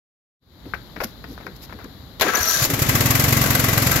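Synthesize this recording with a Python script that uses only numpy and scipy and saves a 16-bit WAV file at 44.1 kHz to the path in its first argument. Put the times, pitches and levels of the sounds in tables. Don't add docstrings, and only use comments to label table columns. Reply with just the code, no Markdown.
import sys
import numpy as np
from scipy import signal
from scipy.fft import rfft, irfft
from scipy.io import wavfile

SR = 44100
rng = np.random.default_rng(int(sys.argv[2]) if len(sys.argv) > 2 else 0)


def waveform_to_disk(signal):
    frames = np.transpose(np.atleast_2d(signal))
    scaled = np.clip(frames, -1, 1) * 32767
    samples = np.round(scaled).astype(np.int16)
    wavfile.write(sys.argv[1], SR, samples)


N = 176400
TIME = np.arange(N) / SR
FREQ = np.maximum(np.arange(N // 2 + 1) * SR / N, 1)


# frequency in Hz, level in dB.
RUMBLE_COLOUR = [(20, -38), (53, 3.5), (107, -2.5), (241, -8), (486, -18), (900, -21), (2090, -27.5),
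                 (2600, -35), (3990, -20), (5820, -38), (7220, -37), (8730, -61), (11700, -30.5),
                 (15800, -43)]
# time in seconds, level in dB.
RUMBLE_LEVEL = [(.39, -110), (.425, -63), (.52, -50.5), (.68, -41.5), (2.19, -41.7)]
# frequency in Hz, likeness from 0 to 1.
STEREO_LIKENESS = [(60, 0.92), (300, 0.82), (700, 0.72), (1400, 0.35), (3000, 0.036), (15000, 0.031)]
# frequency in Hz, left minus right in dB.
MIC_LEAN = [(40, -7.5), (100, 1.5), (500, 3), (800, 5.5), (1200, 8), (2000, 13.5), (3400, 15), (5500, 22),
            (7400, 19), (9200, 2), (11800, -16), (15000, -3.5)]

# start in seconds, level in dB, fade time in seconds.
CONTROL_KNOCKS = [(.655, -44.5, 0.0057), (.739, -24.5, 0.0081), (.961, -33, 0.016), (1.003, -24, 0.016),
                  (1.034, -21, 0.0067), (1.24, -27, 0.0058), (1.377, -35.5, 0.01), (1.402, -40, 0.027),
                  (1.466, -26.5, 0.0082), (1.695, -42, 0.033), (1.725, -28, 0.0055), (1.788, -40.5, 0.047),
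                  (1.846, -35, 0.0057)]
# frequency in Hz, level in dB.
KNOCK_COLOUR = [(100, -0.5), (300, -5), (520, -0.5), (750, 1), (1100, -1), (1550, 1.5), (2300, -5.5),
                (3200, -18.5), (5000, -17), (7200, -35), (9000, -62), (12000, -23), (15800, -32)]
# pitch in Hz, relative level in dB, ring time in seconds.
PANEL_NOTES = [(378, 0, 0.17), (518, 0, 0.14), (1110, -8, 0.045), (1510, 1, 0.031)]
# pitch in Hz, relative level in dB, ring time in seconds.
LEVER_NOTES = [(1220, 1.5, 0.0077), (1570, 2, 0.013), (2130, -5.5, 0.0087)]
# peak time in seconds, level in dB, half-width in seconds.
SCRAPE_SWELLS = [(1.019, -43.5, 0.0057), (1.043, -27, 0.0042), (1.054, -48, 0.037), (1.32, -51.5, 0.026),
                 (1.467, -45.5, 0.0023), (1.566, -48, 0.0062), (1.638, -41.5, 0.012),
                 (1.844, -42.5, 0.0013)]
# frequency in Hz, level in dB.
SCRAPE_COLOUR = [(1000, -5), (2400, 0), (3400, -3), (5000, 6), (7300, -5.5), (9000, -18.5), (12000, 6.5),
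                 (15800, -10)]
# peak time in seconds, level in dB, half-width in seconds.
FRAME_THUDS = [(0.667, -34.5, 0.011), (0.976, -34, 0.0084), (1.314, -37.5, 0.017), (1.477, -36.5, 0.02),
               (1.743, -40.5, 0.03), (1.853, -33.5, 0.0086), (2.709, -26, 0.017), (2.78, -29.5, 0.013)]
# pitch in Hz, relative level in dB, ring time in seconds.
FRAME_NOTES = [(170, -5, 0.05), (278.3, 2, 0.074), (375, -0.5, 0.049), (489, -2.5, 0.039)]
# peak time in seconds, level in dB, half-width in seconds, pitch in Hz.
BODY_BOOMS = [(1.023, -24, .006, 520), (1.052, -28, .008, 330), (2.227, -20, .007, 700),
              (2.27, -22, .026, 370), (2.377, -26, .005, 520)]

# start in seconds, level in dB, fade time in seconds.
CLUNK_HITS = [(2.197, -23.5, 0.0097), (2.21, -12, 0.0071), (2.217, -11.5, 0.011)]
# frequency in Hz, level in dB.
CLUNK_COLOUR = [(59, -49), (100, -7.5), (687, -3.5), (1200, -7), (2160, -5.5), (4070, -7.5), (7220, -16.5),
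                (8920, -31), (12500, -8), (15800, -25)]
# pitch in Hz, relative level in dB, ring time in seconds.
METAL_NOTES = [(422.7, -3, 0.13), (450, 0, 0.12), (501, -2, 0.16), (638.4, 0.5, 0.16), (721.5, 1, 0.18),
               (1005, -3.5, 0.36), (1157, 4, 0.1), (1328, 5.5, 0.18), (1562, 8, 0.099), (1645, 4.5, 0.18),
               (2025, -1, 0.1)]
# time in seconds, overall gear level in dB, rasp level in dB.
STARTER_LEVELS = [(2.205, -60, -70), (2.225, -27.5, -36), (2.295, -20, -29), (2.318, -30, -33),
                  (2.345, -20.5, -33), (2.385, -26, -24), (2.43, -29, -27), (2.55, -28.5, -24),
                  (2.64, -30, -21.5), (2.69, -54, -42)]
# time in seconds, teeth per second.
TOOTH_SPEED = [(2.2, 225), (2.29, 510), (2.33, 493), (2.42, 625), (2.49, 650), (2.56, 520), (2.7, 830)]
# frequency in Hz, level in dB.
GRIND_COLOUR = [(100, -25), (220, -1.5), (400, -3.5), (940, -1), (1650, 3), (1890, 1), (6670, -20.5),
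                (8820, -62), (15800, -48)]
# frequency in Hz, level in dB.
RASP_COLOUR = [(2500, -12.5), (4300, -1), (5100, -4.5), (7000, 1), (7900, -15), (10500, -9.5), (12500, -2),
               (13800, -10.5), (15800, -11)]
# peak time in seconds, level in dB, half-width in seconds, pitch in Hz.
CASE_TONES = [(2.3, -23.5, 0.011, 1653), (2.38, -23, 0.024, 1650), (2.55, -25.5, 0.015, 1616)]
# pitch in Hz, relative level in dB, ring time in seconds.
GEAR_NOTES = [(4240, -2, 0.017), (5740, 3, 0.05), (5970, 1, .04), (6400, -1, 0.0087), (12370, 4.5, .025),
              (12090, 2, 0.018)]
# peak time in seconds, level in dB, pitch in Hz, half-width in seconds.
GEAR_SQUEALS = [(2.356, -16.5, 6100, 0.0037), (2.376, -23, 6950, .004), (2.432, -18, 6020, 0.0028),
                (2.472, -24, 6150, 0.0041), (2.495, -19.5, 5860, 0.0031), (2.55, -22, 5650, 0.0047)]

# time in seconds, firings per second.
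ENGINE_SPEED = [(2.618, 8.77), (2.732, 11.96), (2.816, 14.16), (2.886, 16.42), (2.947, 18.18),
                (3.002, 19.72), (3.101, 21.83), (3.234, 23.45), (3.32, 23.0), (3.408, 22.0), (3.634, 22.15),
                (3.914, 21.72)]
# time in seconds, relative level in dB.
FIRING_STRENGTH = [(2.62, -2.5), (2.74, -1.5), (2.9, 1.5), (3.2, 1), (3.6, -0.5), (4, 0)]
# time in seconds, change of level in dB.
WEAK_FIRINGS = [(3.454, -3), (3.726, -2), (3.909, -2)]
# frequency in Hz, level in dB.
FAN_COLOUR = [(150, -5.5), (250, 1.5), (354, -8), (680, -6), (850, -11), (1130, -10.5), (2040, -9),
              (3260, -16), (7240, -16), (9070, -28), (12800, -12.5), (15800, -33)]
# frequency in Hz, level in dB.
SHAKE_COLOUR = [(30, -37), (70, 8), (150, 4), (270, -4), (400, -12.5), (1500, -65)]
# time in seconds, level in dB.
CHURN_LOUDNESS = [(2.52, -66), (2.6, -31.5), (2.72, -30.5), (2.9, -24.5), (4, -24)]
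# fraction of the way to the next firing, relative level in dB.
VALVE_KNOCKS = [(0.168, -1.5), (.42, -5.5), (.7, -5)]
# start in seconds, level in dB, fade time in seconds.
LOOSE_CLACKS = [(2.41, -22, 0.0043), (2.596, -23, 0.0084), (2.609, -30, 0.0082), (2.649, -13, 0.0078),
                (2.701, -20.5, 0.016), (2.791, -22, 0.016)]
# pitch in Hz, relative level in dB, ring time in seconds.
COVER_NOTES = [(1132, 1.5, 0.046), (1570, 0, 0.046), (2012, 4, 0.042)]
# frequency in Hz, level in dB.
BARK_COLOUR = [(180, -42), (300, -10), (380, -5), (711, -7), (850, -14.5), (1130, -7), (1600, -12.5),
               (2050, -7.5), (3320, -14.5), (7250, -11), (8840, -23), (12700, -6.5), (15800, -17)]
# start in seconds, level in dB, pitch in Hz.
AIR_PUFFS = [(2.405, -23, 80), (2.56, -28, 150), (2.69, -28, 170)]
# pitch in Hz, level in dB, rise time in seconds.
MUFFLER_NOTES = [(51, -36, 0.01), (120.8, -13, 0.0062), (259.4, -24, 0.0043)]


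def from_db(db):
    return 10 ** (np.asarray(db) / 20)


def unit_level(x):
    return x / np.sqrt(np.mean(x ** 2) + 1e-20)


def curve(rows, at=TIME, column=1):
    rows = np.array(rows)
    return np.interp(at, rows[:, 0], rows[:, column])


def per_hz(points):
    hz, value = np.transpose(points)
    return np.interp(np.log(FREQ), np.log(hz), value)


def drift(rate_hz):
    return unit_level(irfft(rfft(rng.standard_normal(N)) / (1 + (FREQ / rate_hz) ** 2), N))


def noise(colour, grit_db=0):
    alike = np.clip(per_hz(STEREO_LIKENESS), 0, .995)
    hiss = rng.standard_normal((2, N)) * from_db(grit_db * drift(530))
    mid, side = rfft(hiss) * from_db(per_hz(colour))
    mid = irfft(mid, N)
    side = irfft(side * np.sqrt((1 - alike) / (1 + alike)), N)
    return np.array([mid + side, mid - side]) / mid.std()


def clicks(times, db):
    out = np.zeros(N + SR)
    np.add.at(out, (np.asarray(times) * SR).astype(int), from_db(db))
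    return out[:N]


def ring(push, notes):
    out = 0
    for k, (hz, db, ring_s) in enumerate(notes):
        fade = np.exp(-np.log(1000) / (ring_s * SR))
        step = 2 * np.pi * hz / SR
        note = signal.lfilter([0, np.sin(step)], [1, -2 * fade * np.cos(step), fade * fade], push + 1e-18)
        out = out + (-1) ** k * from_db(db) * note
    return unit_level(out)


def blows(rows, rise_s=.0008):
    power = 0
    for start, db, fade_s in rows:
        rise = np.clip((TIME - start) / rise_s, 0, 1) ** 2
        fade = np.exp(-np.clip((TIME - start) / fade_s, 0, 20))
        power = power + (from_db(db) * rise * fade) ** 2
    return np.sqrt(power)


def swell(peak_s, db, half_width_s):
    return from_db(db) * np.exp(-.5 * np.minimum(((TIME - peak_s) / half_width_s) ** 2, 100))


def wavering_tones(rows, wobble, wobble_hz):
    clock = np.cumsum(1 + wobble * drift(wobble_hz)) / SR
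    return sum(swell(when, db, width) * np.sin(2 * np.pi * hz * clock) for when, db, width, hz in rows)


def thump(hz, rise_s):
    age = TIME[:SR // 5]
    return (age / rise_s * np.exp(1 - age / rise_s)) ** 1.6 * np.sin(2 * np.pi * hz * age)


def repeat(train, shape):
    return signal.fftconvolve(train, shape)[:N]


def rumble():
    return from_db(curve(RUMBLE_LEVEL)) * noise(RUMBLE_COLOUR)


def garage(sound, ring_s=.19, band_hz=(250, 3500), gain_db=-13):
    age = TIME[:SR // 2]
    tail = rng.standard_normal((2, len(age))) * np.exp(-np.log(1000) * age / ring_s) * (age > .008)
    tail = tail / np.sqrt(np.sum(tail ** 2, axis=1, keepdims=True))
    tail = signal.sosfilt(signal.butter(2, band_hz, "band", fs=SR, output="sos"), tail)
    return from_db(gain_db) * signal.fftconvolve(sound, tail, axes=1)[:, :N]


def controls(lever_s=.7365, lever_db=-10, panel_db=-14.5):
    hits = blows(CONTROL_KNOCKS)
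    snap = ring(clicks([lever_s], 0), LEVER_NOTES)
    panel = from_db(panel_db) * hits.std() * ring(hits * rng.standard_normal(N), PANEL_NOTES)
    scrapes = sum(swell(*row) for row in SCRAPE_SWELLS) * noise(SCRAPE_COLOUR, grit_db=3.5)
    knocks = hits * noise(KNOCK_COLOUR, grit_db=4)
    return knocks + panel + scrapes + from_db(lever_db) * snap / abs(snap).max()


def frame():
    return sum(swell(*row) for row in FRAME_THUDS) * ring(rng.standard_normal(N), FRAME_NOTES)


def bodywork():
    return wavering_tones(BODY_BOOMS, wobble=.25, wobble_hz=150)


def starter_clunk(ring_db=-44):
    slam = blows(CLUNK_HITS) * noise(CLUNK_COLOUR, grit_db=-1)
    return slam + from_db(ring_db) * ring(slam, METAL_NOTES)


def starter_grind(grind_db=-2.5, ring_db=-2, whine_db=-15.5, tooth_spread_db=4, flicker_db=1.8):
    teeth_passed = np.cumsum(curve(TOOTH_SPEED) * (1 + .0307 * drift(72))) / SR
    tooth_hits = np.diff(np.floor(teeth_passed), prepend=0) * from_db(tooth_spread_db * drift(370))
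    push = unit_level(tooth_hits) + 2.05 * rng.standard_normal((2, N)) + 1.2 * rng.standard_normal(N)
    metal = from_db(ring_db) * ring(push, METAL_NOTES)
    grind = from_db(grind_db) * noise(GRIND_COLOUR, grit_db=-1)
    whine = from_db(whine_db) * np.sin(2 * np.pi * teeth_passed)
    gears = from_db(curve(STARTER_LEVELS)) * (grind + metal + whine)
    rasp_db = curve(STARTER_LEVELS, column=2) + flicker_db * drift(50)
    rasp = from_db(rasp_db) * noise(RASP_COLOUR, grit_db=2)
    switched_on = (TIME > STARTER_LEVELS[0][0]) & (TIME < STARTER_LEVELS[-1][0])
    return (gears + rasp) * switched_on


def starter_case():
    return wavering_tones(CASE_TONES, wobble=.014, wobble_hz=110)


def starter_screech(rough_db=4):
    rubbing = rng.standard_normal((2, N)) * from_db(rough_db * drift(200))
    return swell(peak_s=2.495, db=-22, half_width_s=.075) * ring(rubbing, GEAR_NOTES)


def starter_squeals(octave_db=-4.5, rough_db=3):
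    clock = np.cumsum(1 + .022 * drift(600)) / SR
    roughness = unit_level(from_db(rough_db * drift(500)))
    out = 0
    for when, db, hz, width in GEAR_SQUEALS:
        phase = 2 * np.pi * hz * clock
        out = out + swell(when, db, width) * (np.sin(phase) + from_db(octave_db) * np.sin(2 * phase))
    return out * roughness * np.sqrt(2)


def firings(first_s=2.618):
    times = [first_s]
    while times[-1] < N / SR:
        times.append(times[-1] + 1 / curve(ENGINE_SPEED, times[-1]))
    times, gaps = np.array(times[:-1]), np.diff(times)
    dips_db = sum(db * (abs(times - when) < gaps / 2) for when, db in WEAK_FIRINGS)
    return times, gaps, curve(FIRING_STRENGTH, times) + dips_db


def churn(shake_db=-6.5):
    level = from_db(curve(CHURN_LOUDNESS)) * (TIME > CHURN_LOUDNESS[0][0])
    return level * (noise(FAN_COLOUR) + from_db(shake_db) * noise(SHAKE_COLOUR))


def clatter(times, gaps, tick_db=-24, ring_db=-41, fade_s=.0044, spread_db=5, jitter_s=.00061):
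    train = 0
    for fraction, db in VALVE_KNOCKS:
        knock_times = times + fraction * gaps + jitter_s * rng.standard_normal(len(times))
        train = train + clicks(knock_times, db + spread_db * rng.standard_normal(len(times)))
    ticks = repeat(train, np.exp(-TIME[:SR // 10] / fade_s))
    metal = ring(ticks * (rng.standard_normal((2, N)) + rng.standard_normal(N)), METAL_NOTES)
    knocks = (from_db(tick_db) * ticks + blows(LOOSE_CLACKS)) * noise(BARK_COLOUR, grit_db=1.5)
    return knocks + from_db(ring_db) * metal


def engine_cover(times, strength_db, level_db=-36, delay_s=.006, fade_s=.008):
    rattle = repeat(clicks(times + delay_s, strength_db), np.exp(-TIME[:SR // 10] / fade_s))
    return from_db(level_db) * ring(rattle * rng.standard_normal((2, N)), COVER_NOTES)


def intake(times, gaps, strength_db, fraction=.45, level_db=-25.5):
    gulps = clicks(times + fraction * gaps, strength_db + level_db)
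    return repeat(gulps, thump(hz=264.5, rise_s=.0058))


def bark(times, strength_db, level_db=-18.5, delay_s=.0021, rise_s=.0036, hold_s=.0046, fade_s=.0099):
    age = TIME[:SR // 5]
    shape = np.minimum(age / rise_s, 1) * np.exp(-np.maximum(age - rise_s - hold_s, 0) / fade_s)
    train = clicks(times + delay_s, level_db + strength_db + rng.standard_normal(len(times)))
    return repeat(train, shape) * noise(BARK_COLOUR, grit_db=1)


def exhaust(times, strength_db, spread_db=1.3):
    out = sum(repeat(clicks([when], db), thump(hz, rise_s=.0072)) for when, db, hz in AIR_PUFFS)
    for k, (hz, db, rise_s) in enumerate(MUFFLER_NOTES):
        train = clicks(times, strength_db + db + spread_db * rng.standard_normal(len(times)))
        out = out - (-1) ** k * repeat(train, thump(hz, rise_s))
    return out


def scene():
    times, gaps, strength_db = firings()
    starting = starter_clunk() + starter_grind() + starter_case() + starter_screech() + starter_squeals()
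    running = exhaust(times, strength_db) + intake(times, gaps, strength_db) + bark(times, strength_db)
    running = running + engine_cover(times, strength_db) + clatter(times, gaps) + churn()
    mower = controls() + frame() + bodywork() + starting + running
    return mower + garage(mower) + rumble()


def record(dry, half_taps=1024, cutoff_hz=15800):
    lean = from_db(per_hz(MIC_LEAN))
    gains = np.array([lean, np.ones_like(lean)]) * np.sqrt(2 / (1 + lean ** 2))
    taps = 2 * half_taps + 1
    mics = np.roll(irfft(gains, N), half_taps, axis=1)[:, :taps] * np.hanning(taps)
    heard = np.tanh(signal.fftconvolve(dry, mics, "same", axes=1))
    treble_cut = signal.firwin(401, cutoff_hz, fs=SR, window="blackman")
    return signal.fftconvolve(heard, treble_cut[None], "same", axes=1)


dry = scene()
out = record(dry)
waveform_to_disk(out)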